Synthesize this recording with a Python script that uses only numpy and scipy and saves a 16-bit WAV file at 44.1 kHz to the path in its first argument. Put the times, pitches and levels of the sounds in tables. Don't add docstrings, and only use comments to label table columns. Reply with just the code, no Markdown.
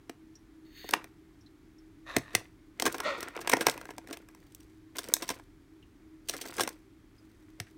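import sys
import numpy as np
from scipy import signal
from scipy.fft import rfft, irfft
from scipy.io import wavfile

SR = 44100
rng = np.random.default_rng(int(sys.argv[2]) if len(sys.argv) > 2 else 0)


def log_audio(samples):
    frames = np.atleast_2d(samples).T
    limited = np.clip(frames, -1, 1)
    pcm = np.round(limited * 32767).astype(np.int16)
    wavfile.write(sys.argv[1], SR, pcm)


N = 342657
TIME, RING_TIME = np.arange(N) / SR, np.arange(SR // 16) / SR
LEVEL_WINDOW = SR // 100

# start_s, level_db, hardness_db, desk_share_db, body_tilt_db_per_octave
KNOCKS = [(0.095, -47, -1.5, 8.5, 12), (0.843, -58.5, -6, 16.5, -16), (0.936, -23.5, -6.5, -6, 0.5),
          (2.165, -26.5, -1.5, 6, 3), (2.35, -23.5, 1.5, -11.5, 14.5), (2.798, -33.5, 2.5, -7.5, 2),
          (2.822, -31, 3.5, -0.5, -12), (3.002, -35.5, -3.5, -4.5, -1), (3.364, -47.5, -3, 10, -1),
          (3.474, -32, -3, -6.5, -2), (3.496, -28.5, 2.5, -6, 6), (3.534, -22.0, -7.5, 0, -5),
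          (3.568, -35.5, -7, 5, -15.5), (3.667, -21.5, 0.5, -2.5, -3), (3.981, -46.5, 0.5, 5, -1),
          (4.109, -50, -5, 12.5, -18), (4.984, -38.0, 6.5, -12, 0), (5.29, -34, 4.5, -13, -10),
          (6.596, -32, -5.5, -3.5, -11), (6.634, -38, 8, 1.5, 6), (6.675, -37, -1.5, -1, -7),
          (7.6, -39, 2, -6.5, 12.5)]
# start_s, level_db, hardness_db, chatter_s
CRUNCHES = [(2.854, -31.5, 0.5, 0.0028), (2.862, -26.5, -2.5, 0.0067), (2.877, -37.5, -5, 0.0034),
            (2.943, -39.5, -7, 0.0064), (3.228, -40.5, 1, 0.0034), (3.412, -45.5, 3, 0.0065),
            (3.516, -33.5, 3, 0.008), (3.608, -31, -1.5, 0.012), (3.683, -32.5, -7, 0.004),
            (3.905, -48, -6, 0.0038), (4.128, -42.5, 4, 0.0071), (4.989, -39.5, 6, 0.0024),
            (5.222, -37.5, 2, 0.0094), (5.301, -35, -0.5, 0.0087), (6.286, -42, 15, 0.0059),
            (6.295, -36, 12.5, 0.0023), (6.336, -41, -3.5, 0.01), (6.412, -42, 9.5, 0.0089),
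            (6.453, -46.5, -5, 0.007), (6.581, -38.0, -4.5, 0.0097), (6.606, -28.5, 4, 0.0088)]
# start_s, level_db, hardness_db
TICKS = [(0.89, -41.5, 1.5), (0.909, -45, 14), (1.042, -50.5, -2), (2.184, -45.5, 5), (2.925, -55, 26),
         (2.982, -47, 4), (3.206, -51, 16), (3.284, -48.5, -3), (3.39, -50.5, -16.5), (3.697, -38.5, 15.5),
         (3.777, -47, -4), (3.813, -50, -4.5), (3.854, -50.5, -6.5), (3.89, -53, -17.5), (4.073, -55, -2),
         (4.171, -51.5, 1), (4.287, -59, -2), (4.348, -59.5, -1), (4.548, -65.5, 33), (4.959, -56.5, -17.5),
         (4.968, -55, 21), (5.041, -50.5, 8), (5.086, -51.5, 13.5), (5.166, -42.5, 2.5),
         (5.397, -58, -12.5), (6.366, -49, 9), (6.69, -50.5, 15)]
# start_s, level_db
THUMPS = [(2.169, -34.5), (2.352, -39), (2.863, -44), (3.535, -42), (3.671, -43), (5.304, -52),
          (6.603, -46), (7.601, -39.5)]
# start_s, end_s, stir_db, hardness_db, fade_db_per_s
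HANDFULS = [(2.791, 3.273, -50, -5, 197), (3.349, 3.663, -50, -5, 40), (4.069, 4.12, -53, 5, 225),
            (4.302, 4.62, -71, 11.5, 70), (4.953, 5.332, -49.5, 7, 248.5), (6.29, 6.627, -49, 6, 300.5),
            (7.15, 7.7, -73.5, 8, 60.5)]
# start_s, pitch_hz, level_db
PINGS = [(0.353, 5660, -55), (1.409, 5560, -66), (1.462, 4030, -61), (1.783, 5400, -65.5),
         (5.825, 2880, -61), (7.18, 5000, -66.5), (7.667, 1870, -58.5)]

# pitch_hz, width_hz, relative_db
FRAME_MODES = [(99, 19, -3), (135, 11, -2), (178, 73, -3.5)]
DESK_MODES = [(265, 25, -4), (323, 27, -1.5), (433, 78, 1.5), (545, 130, -3.5), (708, 43, -3.5)]
BODY_MODES = [(900, 100, -4), (1030, 100, 1), (1325, 170, -3.5), (1627, 58, 0), (2090, 170, 0),
              (2494, 280, -2.5)]
METAL_MODES = [(3200, 700, -1.5), (4013, 650, -1.5), (5400, 61, -1.5), (5970, 200, -1), (6714, 1200, -1.5),
               (8186, 110, -1.5), (9110, 500, 2), (11370, 700, -6), (12200, 200, -4), (13300, 89, -5.5),
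               (14990, 500, -3)]

# time_s, level_db
LIGHT_SLIDE = [(.65, -71), (.71, -68.5), (.78, -52), (.84, -52.5), (.89, -51.5), (.94, -64.5)]
PUSH_SLIDE = [(2.04, -91), (2.068, -49), (2.1, -42.5), (2.16, -44.5), (2.21, -57), (2.3, -55.5),
              (2.39, -58), (2.48, -79.5)]
LONG_SLIDE = [(3.015, -59), (3.05, -32), (3.075, -30), (3.105, -32.5), (3.14, -40), (3.22, -47.5),
              (3.3, -54.5), (3.37, -61)]
# pitch_hz, width_hz, relative_db
LIGHT_MODES = [(1870, 350, 1.5), (2900, 750, -7.5), (3700, 240, 0), (4405, 250, 3.5), (6480, 400, -8),
               (8970, 2500, -22.5), (12460, 1500, -23.5), (14750, 1700, -12.5)]
PUSH_MODES = [(587, 170, -1.5), (1130, 280, 1), (1810, 200, 5), (2550, 400, -7.5), (3770, 570, -7),
              (5920, 1800, -23), (11000, 5000, -33)]
LONG_MODES = [(281.5, 150, -8), (554, 94, -3), (1070, 410, -2), (1414, 130, 4), (1870, 77, 4.5),
              (2052, 110, -1.5), (2340, 430, -6), (3500, 480, -11.5), (4330, 500, -14), (5922, 2800, -28)]
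# time_s, pitch_hz, level_db
SQUEAL = [(3.045, 573, -88), (3.06, 602, -32.5), (3.085, 596, -33.5), (3.11, 561, -39.5),
          (3.14, 545, -42.5)]

# frequency_hz, relative_db
ROOM_TONE = [(15, -33), (25, -4.5), (217, -16.5), (317, -11), (354, -15), (489, -31.5), (1160, -30.5),
             (2220, -32.5), (2840, -39), (3250, -37.5), (4030, -40), (16000, -50)]
# pitch_hz, width_hz, level_db
FAN_TONES = [(34.36, 4, -70), (105.46, 5.6, -71), (292.8, 30, -66), (317.1, 6.1, -60), (383.8, 38, -71)]


def pencils(knock_chatter_s=0.0019, tick_chatter_s=0.0011):
    blows = []
    for s, db, hardness, desk_share, body_tilt in KNOCKS:
        metal_tilt = -4 + 0.16 * hardness
        blows.append((s, contact(db, hardness, db + desk_share, knock_chatter_s, metal_tilt, body_tilt)))
    for s, db, hardness, chatter_s in CRUNCHES:
        desk_db, metal_tilt = db - hardness / 2 + 0.5, -3.3 - 0.01 * hardness
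        blows.append((s, contact(db, hardness, desk_db, chatter_s, metal_tilt)))
    for s, db, hardness in TICKS:
        desk_db, metal_tilt = db - hardness / 2 - 3, -1.5 + 0.16 * hardness
        blows.append((s, contact(db, hardness, desk_db, tick_chatter_s, metal_tilt)))
    desk, body, metal = np.zeros((3, N))
    for s, rings in blows:
        for part, ring in zip((desk, body, metal), rings):
            add(part, s, ring)
    low_cuts = (desk, 240), (body, 650), (metal, 2400)
    return np.sqrt(LEVEL_WINDOW) * sum(cut(part + 1e-18, hz, "high", order=3) for part, hz in low_cuts)


def contact(db, hardness_db, desk_db, chatter_s, metal_tilt, body_tilt=None):
    body_db, metal_db = db - hardness_db / 2, db + hardness_db / 2
    if body_tilt is None:
        body_tilt = 1 + 0.4 * min(hardness_db, 14.5)
    desk_tilt = 1.5 + .55 * np.clip(body_db - desk_db, -8, 8)
    desk = struck(tilted(DESK_MODES, desk_tilt), chatter_s,
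                  spread_db=1, detune=0.013, damped_share=0.4, damp_s=0.0041)
    body = struck(tilted(BODY_MODES, body_tilt), chatter_s,
                  spread_db=3.5, detune=0.013, damped_share=1.2, damp_s=0.0022)
    metal = struck(tilted(METAL_MODES, metal_tilt), chatter_s,
                   spread_db=1, detune=0.019, damped_share=3.8, damp_s=0.00097)
    return from_db(desk_db) * desk, from_db(body_db) * body, from_db(metal_db) * metal


def struck(modes, chatter_s=0, *, spread_db, detune, damped_share, damp_s):
    hz, width, db = np.array(modes, float).T
    hz = hz * (1 + detune * rng.standard_normal(len(modes)))
    damping = 1 + damped_share * np.exp(-RING_TIME / damp_s)
    decay = np.exp(-np.pi * width[:, None] * RING_TIME) * damping
    rings = decay * np.sin(2 * np.pi * hz[:, None] * RING_TIME)
    if chatter_s:
        forces = [chatter(chatter_s) for mode in modes]
        rings = signal.fftconvolve(rings, forces, axes=1)[:, :len(RING_TIME)]
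    gains = from_db(db + spread_db * rng.standard_normal(len(modes))) * rng.choice([-1, 1], len(modes))
    return energy_one(sum(gain * energy_one(ring) for gain, ring in zip(gains, rings)))


def chatter(decay_s, rebounds_per_s=11000, seat_s=.0005):
    t = RING_TIME[:SR // 40]
    rebounds = rng.choice([-1., 1.], len(t)) * (rng.random(len(t)) < rebounds_per_s / SR)
    return rebounds * (1 - np.exp(-t / seat_s)) * np.exp(-t / max(decay_s, seat_s))


def snap(start_s=5.1382, level_db=-18, body_share_db=-19, chatter_s=.0009):
    metal, body = np.zeros((2, N))
    bright_modes = tilted(METAL_MODES, db_per_octave=3)
    metal_ring = struck(bright_modes, chatter_s, spread_db=4, detune=0.01, damped_share=4, damp_s=.0007)
    body_ring = struck(BODY_MODES, chatter_s, spread_db=1, detune=0.02, damped_share=1.2, damp_s=.0017)
    add(metal, start_s, metal_ring)
    add(body, start_s, from_db(body_share_db) * body_ring)
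    return from_db(level_db) * np.sqrt(LEVEL_WINDOW) * (body + cut(metal + 1e-18, 3800, "high"))


def thumps():
    out = np.zeros(N)
    for s, db in THUMPS:
        ring = struck(FRAME_MODES, spread_db=5.5, detune=0.1, damped_share=0.92, damp_s=.01)
        boom = cut(cut(ring, 72, "high", order=4), 180, "low")
        add(out, s, from_db(db) * np.sqrt(LEVEL_WINDOW) * energy_one(boom))
    return out


def rattle(touches_per_s=850, size_db=3.5, clump_db=5.5, spots=5):
    out = np.zeros(N)
    dull, bright = agitation(hardness_share=-0.35), agitation(hardness_share=0.75)
    parts = (DESK_MODES, -3, dull), (BODY_MODES, -3, dull), (tilted(METAL_MODES, -2), -10, bright)
    for modes, share_db, stir in parts:
        touches = rng.random(N) < touches_per_s / SR
        sizes = from_db(size_db * np.minimum(rng.exponential(1, N), 4))
        force = touches * sizes * rng.choice([-1, 1], N) * from_db(clump_db * wobble(70))
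        spot_hit = rng.integers(0, spots, N)
        rings = np.zeros(N)
        for spot in range(spots):
            ring = struck(modes, spread_db=2, detune=0.074, damped_share=1.3, damp_s=0.00027)
            rings += signal.oaconvolve(force * (spot_hit == spot), ring)[:N]
        lowest_hz = modes[0][0]
        out += stir * from_db(share_db) * rms_one(cut(rings, 0.65 * lowest_hz, "high", order=3))
    return out


def agitation(hardness_share, lead_in_db=-15.5, lead_in_s=0.011, shake_db=-21, shake_s=0.047):
    sorting = sum((TIME > start) * from_db(db + hardness_share * hard - fade * np.maximum(TIME - end, 0))
                  for start, end, db, hard, fade in HANDFULS)
    lead_in = from_db(lead_in_db) * np.exp(-RING_TIME[::-1] / lead_in_s)
    shake = from_db(shake_db) * np.exp(-TIME[:SR // 4] / shake_s)
    jolt = np.concatenate([lead_in, shake])
    jolts = np.zeros(N)
    for s, db, hard, *_ in [*KNOCKS, *CRUNCHES, *TICKS]:
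        add(jolts, s - RING_TIME[-1], from_db(db + hardness_share * hard) * jolt)
    return np.hypot(sorting, jolts)


def slide(stroke, modes, grain_db):
    slips = rng.standard_normal(N) * from_db(grain_db * wobble(560))
    stirred = sum((-1) ** k * from_db(db) * resonate(resonate(slips, hz, width), hz, 2 * width)
                  for k, (hz, width, db) in enumerate(modes))
    return envelope(stroke) * rms_one(stirred)


def squeal(jitter=0.042):
    s, hz, _ = np.transpose(SQUEAL)
    pitch_hz = np.interp(TIME, s, hz) * (1 + jitter * wobble(114))
    return envelope(SQUEAL) * np.sqrt(2) * np.sin(2 * np.pi * np.cumsum(pitch_hz) / SR)


def pings(chatter_s=0.011, width_hz=160):
    out = np.zeros(N)
    for s, hz, db in PINGS:
        force = np.pad(chatter(chatter_s), (0, len(RING_TIME)))
        add(out, s, from_db(db) * np.sqrt(LEVEL_WINDOW) * energy_one(resonate(force, hz, width_hz)))
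    return out


def room_echoes(x, early_db=-18, early_s=0.015, tail_db=-22.5, t60_s=0.21, wall_hz=6000):
    t = np.arange(SR // 2) / SR
    echoes = rng.standard_normal(len(t)) * (rng.random(len(t)) < 2500 / SR)
    early = echoes * (t > .003) * np.exp(-t / early_s)
    diffuse = rng.standard_normal(len(t)) * (t > .012) * from_db(-60 * t / t60_s)
    tail = cut(diffuse, wall_hz, "low", order=1)
    response = from_db(early_db) * energy_one(early) + from_db(tail_db) * energy_one(tail)
    return signal.oaconvolve(x, response)[:N]


def room_tone(level_db=-60.5):
    hz, db = np.transpose(ROOM_TONE)
    bin_hz = np.arange(N // 2 + 1) * SR / N
    colour = from_db(np.interp(np.log(bin_hz + 1), np.log(hz), db))
    air = irfft(rfft(rng.standard_normal(N)) * colour, N)
    return from_db(level_db) * rms_one(cut(air, 37, "high", order=4))


def fan():
    noise = rng.standard_normal(N + SR)
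    return sum(from_db(db) * rms_one(resonate(resonate(noise, hz, width), hz, width)[SR:])
               for hz, width, db in FAN_TONES)


def tilted(modes, db_per_octave):
    return [(hz, width, db + db_per_octave * np.log2(hz / modes[0][0])) for hz, width, db in modes]


def resonate(x, hz, width_hz):
    r = np.exp(-np.pi * width_hz / SR)
    feedback = [1, -2 * r * np.cos(2 * np.pi * hz / SR), r * r]
    return signal.lfilter(np.array([1, 0, -1]) * (1 - r * r) / 2, feedback, x + 1e-18)


def cut(x, hz, kind, order=2):
    return signal.sosfilt(signal.butter(order, hz, kind, fs=SR, output="sos"), x)


def wobble(hz):
    return rms_one(cut(rng.standard_normal(N), hz, "low"))


def envelope(rows):
    s, *_, db = np.transpose(rows)
    return from_db(np.interp(TIME, s, db)) * (TIME > s[0]) * (TIME < s[-1])


def add(out, start_s, sound):
    at = int(start_s * SR)
    out[at:at + len(sound)] += sound[:N - at]


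def from_db(db):
    return 10 ** (np.asarray(db) / 20)


def rms_one(x):
    return x / np.sqrt(np.mean(x ** 2) + 1e-20)


def energy_one(x):
    return x / np.sqrt(np.sum(x ** 2) + 1e-20)


def scene():
    slides = (slide(LIGHT_SLIDE, LIGHT_MODES, grain_db=1.5)
              + slide(PUSH_SLIDE, PUSH_MODES, grain_db=-5)
              + slide(LONG_SLIDE, LONG_MODES, grain_db=2))
    handling = pencils() + snap() + thumps() + rattle() + slides + squeal() + pings()
    return (handling + room_echoes(handling) + room_tone() + fan())[None]


def record(dry, cutoff_hz=15900):
    return signal.sosfilt(signal.ellip(10, .2, 80, cutoff_hz, fs=SR, output="sos"), dry)


dry = scene()
out = record(dry)
log_audio(out)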